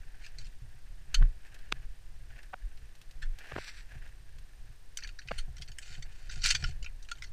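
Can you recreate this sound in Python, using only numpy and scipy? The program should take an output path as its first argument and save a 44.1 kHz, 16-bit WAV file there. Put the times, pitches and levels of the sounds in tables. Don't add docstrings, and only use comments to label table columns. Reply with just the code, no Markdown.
import sys
import numpy as np
from scipy import signal
from scipy.fft import rfft, irfft
from scipy.io import wavfile
from scipy.ndimage import uniform_filter1d

SR = 44100
rng = np.random.default_rng(int(sys.argv[2]) if len(sys.argv) > 2 else 0)


def store_wav(level_fs):
    pcm = np.round(np.clip(np.atleast_2d(level_fs), -1, 1) * 32767)
    wavfile.write(sys.argv[1], SR, pcm.T.astype(np.int16))


N = 322812
TIME = np.arange(N) / SR
FIRM_DB = -45

# centre t/s, peak level/dB, f/Hz, half length/s
ARM_SWINGS = [(1.217, -12, 27.3, 0.032), (1.899, -33.5, 33, 0.012), (2.655, -25, 32, .014),
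              (3.292, -25, 22.6, .036), (5.411, -27.5, 17.1, 0.035), (6.475, -31, 22.3, 0.067),
              (6.664, -23.5, 25, 0.026)]


def undb(db):
    return 10 ** (np.asarray(db) / 20)


def unit(x):
    return x / np.sqrt(np.mean(x ** 2) + 1e-20)


def colour(x, points):
    size = 4096
    hz, db = np.transpose(points)
    grid = np.maximum(np.arange(size // 2 + 1) * SR / size, 1)
    level_db = np.interp(np.log(grid), np.log(hz), db)
    cepstrum = irfft(np.log(undb(level_db)))
    cepstrum[1:size // 2] *= 2
    cepstrum[size // 2 + 1:] = 0
    impulse_response = irfft(np.exp(rfft(cepstrum)))
    return signal.fftconvolve(x, impulse_response)[:len(x)]


def add(out, s, x):
    i = max(int(s * SR), 0)
    out[i:i + len(x)] += x[:max(N - i, 0)]


def grains(rate, spread_db):
    sizes = undb(spread_db * np.minimum(rng.exponential(size=N), 4))
    hits = rng.random(N) < rate / SR
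    return unit(hits * sizes * rng.choice([-1, 1], N))


def steady(x, seconds):
    power = uniform_filter1d(x ** 2, max(int(seconds * SR), 2))
    return x / np.sqrt(power + 1e-9)


def walk(rate):
    k = int(SR / rate)
    held = np.repeat(rng.standard_normal(N // k + 1), k)
    return unit(uniform_filter1d(held, k)[:N])


def strokes(rows, attack_s, release_s):
    gain = np.zeros(N)
    for s, length, db in rows:
        outside = np.maximum(s - TIME, 0) / attack_s + np.maximum(TIME - s - length, 0) / release_s
        gain = np.maximum(gain, undb(db) * np.exp(-outside))
    return gain


def clinks(rattle_db=-22, rattle_s=0.012, grip=1.85, scuff_db=-17, scuff_s=0.0014, patchy_db=5.5):
    chatter_ms, chatter_per_skid = 4.14, 0.6
    ring_at_firm_db, ring_per_db = -7.5, -0.15
    out, lead = np.zeros(N), SR // 60
    t = TIME[:SR // 4] - lead / SR
    patches_hz = np.linspace(1400, 9000, 24)
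    clank_band = signal.butter(2, [1200, 3400], "band", fs=SR, output="sos")
    for s, clank_db, bite_db, sparkle_db, skid_ms in blows():
        skid = max(skid_ms, .3) / 1000
        chatter = (chatter_ms + chatter_per_skid * skid_ms) / 1000
        since = np.maximum(t - skid, 0)
        decay = np.exp(-since / chatter) + undb(rattle_db) * np.exp(-since / rattle_s)
        scuff = undb(scuff_db) * np.exp(-np.abs(t) / scuff_s)
        pressure = np.clip(t / skid, 0, 1) * decay + scuff
        patches = np.column_stack([patches_hz, patchy_db * rng.standard_normal(len(patches_hz))])
        force = colour(pressure * rng.standard_normal(len(t)), [(1200, 0), *patches, (10000, 0)])
        ring_db = ring_at_firm_db + ring_per_db * (clank_db - FIRM_DB)
        tone = [(2800, 0), (4500, bite_db), (6000, bite_db), (7800, sparkle_db + 12.0)]
        blow = colour(axe(force, ring_db, grip), tone)
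        clank = signal.sosfilt(clank_band, blow)[lead:lead + SR // 80]
        add(out, s - lead / SR, undb(clank_db) * blow / clank.std())
    return out


def blows():
    # t/s, clank level/dB, bite re clank/dB,
    # sparkle re clank before a 12 dB lift/dB, skid-in/ms
    impacts = [(0.234, -56, -1, -9, 13.8), (0.263, -53.5, 1, -6, 1.6), (0.384, -54.5, 9, -7, 1.6),
               (0.445, -67, 12, -2, 1), (0.467, -65, 5, -6, 2.5), (1.1429, -31.5, 2, -7, 1.9),
               (3.218, -46, -2.5, -15, 8.8), (4.972, -45, 12, 2, 0.37), (4.987, -50.5, -1, -18, 0.37),
               (5.021, -50, -3, -16, 6), (5.035, -51.5, 13, -14, 1.1), (5.046, -45.5, -25, -20, 0.45),
               (5.074, -54.5, 7, -6, 0.37), (5.089, -51.5, 3, -15, 1.8), (5.187, -47.5, 7.5, -15, 3.8),
               (5.216, -58.5, -4, -15, 0.73), (5.274, -57, 7, -12, 0.9), (5.285, -43.5, 0, -19, 0.62),
               (5.378, -45, 6, -3, 9.3), (5.581, -58, 2, -12, 1.3), (5.618, -49, 7.5, -6, 3.7),
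               (5.677, -61.5, 12, -11, 0.83), (5.785, -45.5, 0.5, 1.5, 0.44), (5.95, -53.5, -8, -27, 1),
               (6.023, -50.5, 5, -8, 3.3), (6.292, -48, 9, -19, 6.5), (6.418, -53, 16, -7, 1.2),
               (6.4395, -43.5, 25, -6, 2.3), (6.4595, -34.5, 9, -2, 0.72), (6.488, -41.5, 23, -10, 1.5),
               (6.546, -32.5, 5.5, -13.5, 5.3), (6.624, -48, 2, -12, 1.5), (6.639, -35, -3, -19, 3),
               (6.8256, -51.5, 1.5, -15, 1.4), (6.844, -51, 4.5, -18, 0.66), (6.861, -43.5, -18, -29, 2.1),
               (7.024, -66.5, 22, 7, 3.1), (7.087, -52, -4, -12, 0.83), (7.114, -38, 0, -15, 0.92),
               (7.2215, -44, -3, -14, 1.5), (7.238, -51, 11, -11, 4.9)]
    # t/s, length/s
    jingle_spans = [(5.552, .14), (6.653, .05), (7.045, .2)]
    rebound_s, rebound_spread_s, rebound_db = 0.011, .03, -20
    jingles_per_s, jingle_db, jingle_bite_db, jingle_sparkle_db = 22, -61.5, 2, -5
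    rows = list(impacts)
    for (s, db, bite_db, sparkle_db, skid_ms), late in zip(impacts, rng.random(len(impacts))):
        rebound_at = s + rebound_s + rebound_spread_s * late
        rows.append((rebound_at, min(db, FIRM_DB) + rebound_db, bite_db, sparkle_db, skid_ms))
    for start, length in jingle_spans:
        for slot in np.arange(0, length, 1 / jingles_per_s):
            touch_at = start + slot + rng.random() / jingles_per_s
            touch_db = jingle_db + 2 * rng.standard_normal()
            rows.append((touch_at, touch_db, jingle_bite_db, jingle_sparkle_db, 1))
    return rows


def axe(force, ring_db, grip, scatter_db=1.0):
    # f/Hz before slight detuning, relative level/dB, t60 at grip 1/s
    modes = [(1440, 0, .07), (2060, 2, .07), (2398, 4, .14), (2460, 4, .13), (2660, 3, .1), (3120, 8, .1),
             (3640, 4, .06), (4330, 8, .12), (4558, 9, .13), (4796, 6, .12), (5400, 3, .08), (5600, 4, .1),
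             (5860, 10, .17), (5941, 5, .13), (6551, 8, .12), (6582, 8, .17), (7073, 7, .18),
             (7280, 10, .12), (7418, 6, .18), (7957, 14, .16), (8830, 7, .05), (11430, 8, .05)]
    # f/Hz, level/dB
    crack = [(300, -29.5), (720, -15.5), (1220, -13), (1400, 4), (3050, 2.5), (3350, -3.5), (4500, 0.5),
             (5100, -5), (6200, -4.5), (6800, -9), (8800, -16), (9600, -20.5), (12000, -32.5),
             (15000, -25.5)]
    t = TIME[:SR // 5]
    hz, db, t60 = np.array(modes).T[:, :, None]
    damping = max(grip, .5) * np.log(1000) / t60
    weight = undb(db + scatter_db * rng.standard_normal(db.shape))
    hz = hz * (1 + .0025 * rng.standard_normal(db.shape))
    phase = rng.random(db.shape)
    partials = np.exp(-damping * t) * np.sin(2 * np.pi * (hz * t + phase))
    ring = (2 * damping / SR * weight * partials).sum(axis=0)
    ringing = signal.fftconvolve(force, ring)[:len(force)]
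    return colour(force + undb(ring_db) * ringing, crack)


def drag(count=7, ring_db=1, shift_db=7, grip=1.66):
    # t/s, length/s, level/dB
    pick_strokes = [(.225, 0.027, -61), (.39, 0.072, -62), (5.31, 0.069, -60.5), (5.83, 0.13, -54),
                    (6.12, 0.2, -64.5), (6.315, 0.057, -50), (6.44, 0.073, -29), (6.55, 0.14, -52.5)]
    scrape = np.zeros(N)
    for _ in range(count):
        force = grains(rate=350, spread_db=1.5) * undb(shift_db * walk(rate=60))
        scrape += axe(unit(force), ring_db, grip, scatter_db=3.5)
    scrape = colour(scrape, [(1500, -1.5), (4300, 2.0), (6200, 1.5), (8000, 6.5), (11000, -1)])
    return steady(scrape, 0.068) * strokes(pick_strokes, attack_s=0.0095, release_s=0.025)


def creaks(count=9, slip_ms=1.29, jitter=0.39, settle_ms=0.75):
    # snap t/s, level/dB, brightness f/Hz, build-up/ms, body level/dB
    snaps = [(1.2273, -46.5, 1680, 4.8, -18), (1.7246, -32.5, 3500, 1.73, -9), (2.5362, -47, 1370, 3, -15),
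             (2.5416, -43, 1460, 2.5, -14), (3.522, -45.5, 1940, 3.6, -3.5),
             (3.564, -39.5, 1350, 2.9, -3.5), (3.5867, -41, 1460, 9.3, -6), (5.311, -48.5, 1570, 1.5, -1),
             (5.317, -37, 1670, 3.3, -1.5)]
    # f/Hz, level/dB
    shell_response = [(300, 4), (400, 5), (540, 1), (740, 2), (930, -3.5), (1130, 0.5), (1320, 0.5),
                      (1550, 2), (2000, -1.5), (2800, 3), (4000, 0)]
    out, size, lead = np.zeros(N), SR // 40, SR // 100
    order = np.arange(count) - 2 * count // 3
    for s, db, bright_hz, build_ms, body_db in snaps:
        ms = slip_ms * (order + jitter * rng.standard_normal(count) * (order != 0))
        slips = np.zeros(size)
        places = np.clip(lead + (ms * SR / 1000).astype(int), 0, size - 1)
        slips[places] = np.exp(np.where(ms < 0, ms / max(build_ms, .3), -ms / settle_ms))
        body = [(60, body_db - 36), (200, body_db + 0.5), (380, body_db + 1)]
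        rolloff = [(.5 * bright_hz, 0), (bright_hz, -3), (1.7 * bright_hz, -14),
                   (3.0 * bright_hz, -30), (7 * bright_hz, -52)]
        creak = colour(colour(slips, body + rolloff), shell_response)
        add(out, s - lead / SR, undb(db) * unit(creak))
    return out


def ticks():
    # t/s, nominal peak level/dB
    tick_times = [(1.467, -48), (1.544, -39.5), (1.5893, -46), (2.4307, -43.5), (2.774, -46), (2.9528, -47),
                  (3.015, -41), (3.1105, -42), (3.3873, -36.5), (3.4703, -44), (4.075, -47.5),
                  (4.385, -44.5)]
    spectrum = [(1000, -2.5), (2500, 5.5), (4500, 3.5), (9000, -6.5), (15000, -13)]
    out, t = np.zeros(N), TIME[:SR // 20]
    for s, peak_db in tick_times:
        tick = unit(colour(rng.standard_normal(len(t)), spectrum))
        add(out, s, undb(peak_db - 10.5) * tick * np.exp(-t / 0.0063))
    return out


def bumps():
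    # t/s, level before the sum of modes/dB
    knocks = [(0.384, -50.5), (0.742, -48.5), (1.171, -49), (1.211, -27.5), (1.725, -45.5), (3.52, -41),
              (3.56, -42.5), (3.953, -42.5), (4.689, -49), (5.253, -46.5), (5.316, -45.5), (5.479, -40.5),
              (5.599, -43), (5.691, -47), (5.902, -45.5), (5.981, -41.5), (6.366, -40), (6.44, -43),
              (6.542, -39.5), (6.629, -31.5), (6.687, -36)]
    # f/Hz, level/dB, t60/s
    mount_modes = [(69.6, 1.5, 0.19), (126.7, 3, 0.14), (390, -12.5, 0.049), (727, -10.5, 0.049)]
    out, t = np.zeros(N), TIME[:SR // 4]
    bounce = np.zeros(len(t))
    for hz, db, t60 in mount_modes:
        bounce += undb(db) * np.sin(2 * np.pi * hz * t) * np.exp(-np.log(1000) * t / t60)
    soft_onset = 1 - np.exp(-t / 0.0046)
    for s, knock_db in knocks:
        add(out, s, undb(knock_db) * bounce * soft_onset)
    return out


def sways():
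    out = np.zeros(N)
    for s, peak_db, hz, half in ARM_SWINGS:
        envelope = np.exp(-.5 * ((TIME - s) / half) ** 2)
        out += undb(peak_db) * envelope * np.cos(2 * np.pi * hz * (TIME - s))
    return out


def rustle(points, rate, spread_db, clump_db):
    catches = grains(rate, spread_db) * undb(clump_db * walk(rate=70))
    return unit(colour(catches, points))


def jacket(rest_db=-71):
    # t/s, length/s, level/dB
    moves = [(0, 0.43, -68.5), (1.12, 0.13, -58), (1.43, 0.37, -62.5), (2.33, 0.11, -61.5),
             (2.6, 0.31, -70), (3.41, 0.15, -51), (3.91, .17, -60.5), (5.33, 0.075, -58.5),
             (5.85, 0.88, -66)]
    # f/Hz, level/dB
    cloth = [(200, -16), (500, -16), (720, -9), (1000, -18), (1300, -14), (1550, -2), (1780, 0), (2100, -9),
             (2650, -7), (3400, -18), (6000, -24), (12000, -36)]
    movement = np.hypot(strokes(moves, attack_s=0.039, release_s=0.04), undb(rest_db))
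    return rustle(cloth, rate=4000, spread_db=3.5, clump_db=3.0) * movement


def hood():
    # t/s, length/s, level/dB
    swishes = [(3.585, 0.12, -49.5), (3.75, 0.053, -54.5)]
    # f/Hz, level/dB
    brush = [(300, -28), (1150, -10.5), (1600, 3.5), (2600, 1), (3200, -8.5), (3700, -3), (4600, -3),
             (5200, -9), (5800, -3), (6700, -23), (7600, -8), (9000, -20.5), (15000, -33)]
    movement = strokes(swishes, attack_s=0.03, release_s=0.023)
    return rustle(brush, rate=3000, spread_db=2.5, clump_db=2.2) * movement


def wind(push_db=-19, spread=2.5, flutter_db=2.5):
    # t/s, strength before flutter/dB
    strength = [(0, -43), (.8, -40.5), (1.7, -44), (3.3, -43.5), (4.2, -45), (4.8, -47.5), (5.3, -39.5),
                (5.8, -42.5), (6.5, -34.5), (7.32, -42.5)]
    # f/Hz, level/dB
    rumble = [(10, 7.5), (20, 0.5), (29, 5), (40, -5.5), (55, -12), (80, -17), (105, -18.5), (140, -22),
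              (190, -38), (300, -43.5), (700, -47.5), (8000, -110)]
    push = np.zeros(N)
    for s, peak_db, _, half in ARM_SWINGS:
        push += undb(peak_db + push_db) * np.exp(-.5 * ((TIME - s) / (spread * half)) ** 2)
    seconds, level_db = np.transpose(strength)
    gusts = undb(np.interp(TIME, seconds, level_db)) * undb(flutter_db * walk(rate=8.3))
    turbulence = steady(unit(colour(rng.standard_normal(N), rumble)), 0.101)
    return turbulence * np.hypot(gusts, push)


def electronics(whine_hz=8620, wander_rate=170, whine_db=-79, duty=0.07, hiss_db=-67):
    # f/Hz, level/dB
    hiss_spectrum = [(120, -7.5), (200, -2.5), (350, -2), (570, -5.5), (720, -5.5), (1100, -7.5),
                     (1750, -7), (2650, -8), (5000, -9), (8700, -15), (15000, -21)]
    frame_hz = 29.97
    phase = (TIME - .0215) * frame_hz
    gate = np.exp(-.5 * (((phase + .5) % 1 - .5) / duty) ** 2)
    whine = gate * np.sin(2 * np.pi * whine_hz * TIME + walk(wander_rate))
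    hiss = unit(colour(rng.standard_normal(N), hiss_spectrum))
    return undb(hiss_db) * hiss + undb(whine_db) * unit(whine)


def scene():
    contacts = clinks() + drag() + creaks() + ticks()
    movements = bumps() + sways() + jacket() + hood()
    return (contacts + movements + wind() + electronics())[None]


def record(dry):
    low_pass = signal.ellip(10, .2, 70, 15300, fs=SR, output="sos")
    return signal.sosfilt(low_pass, dry)


dry = scene()
out = record(dry)
store_wav(out)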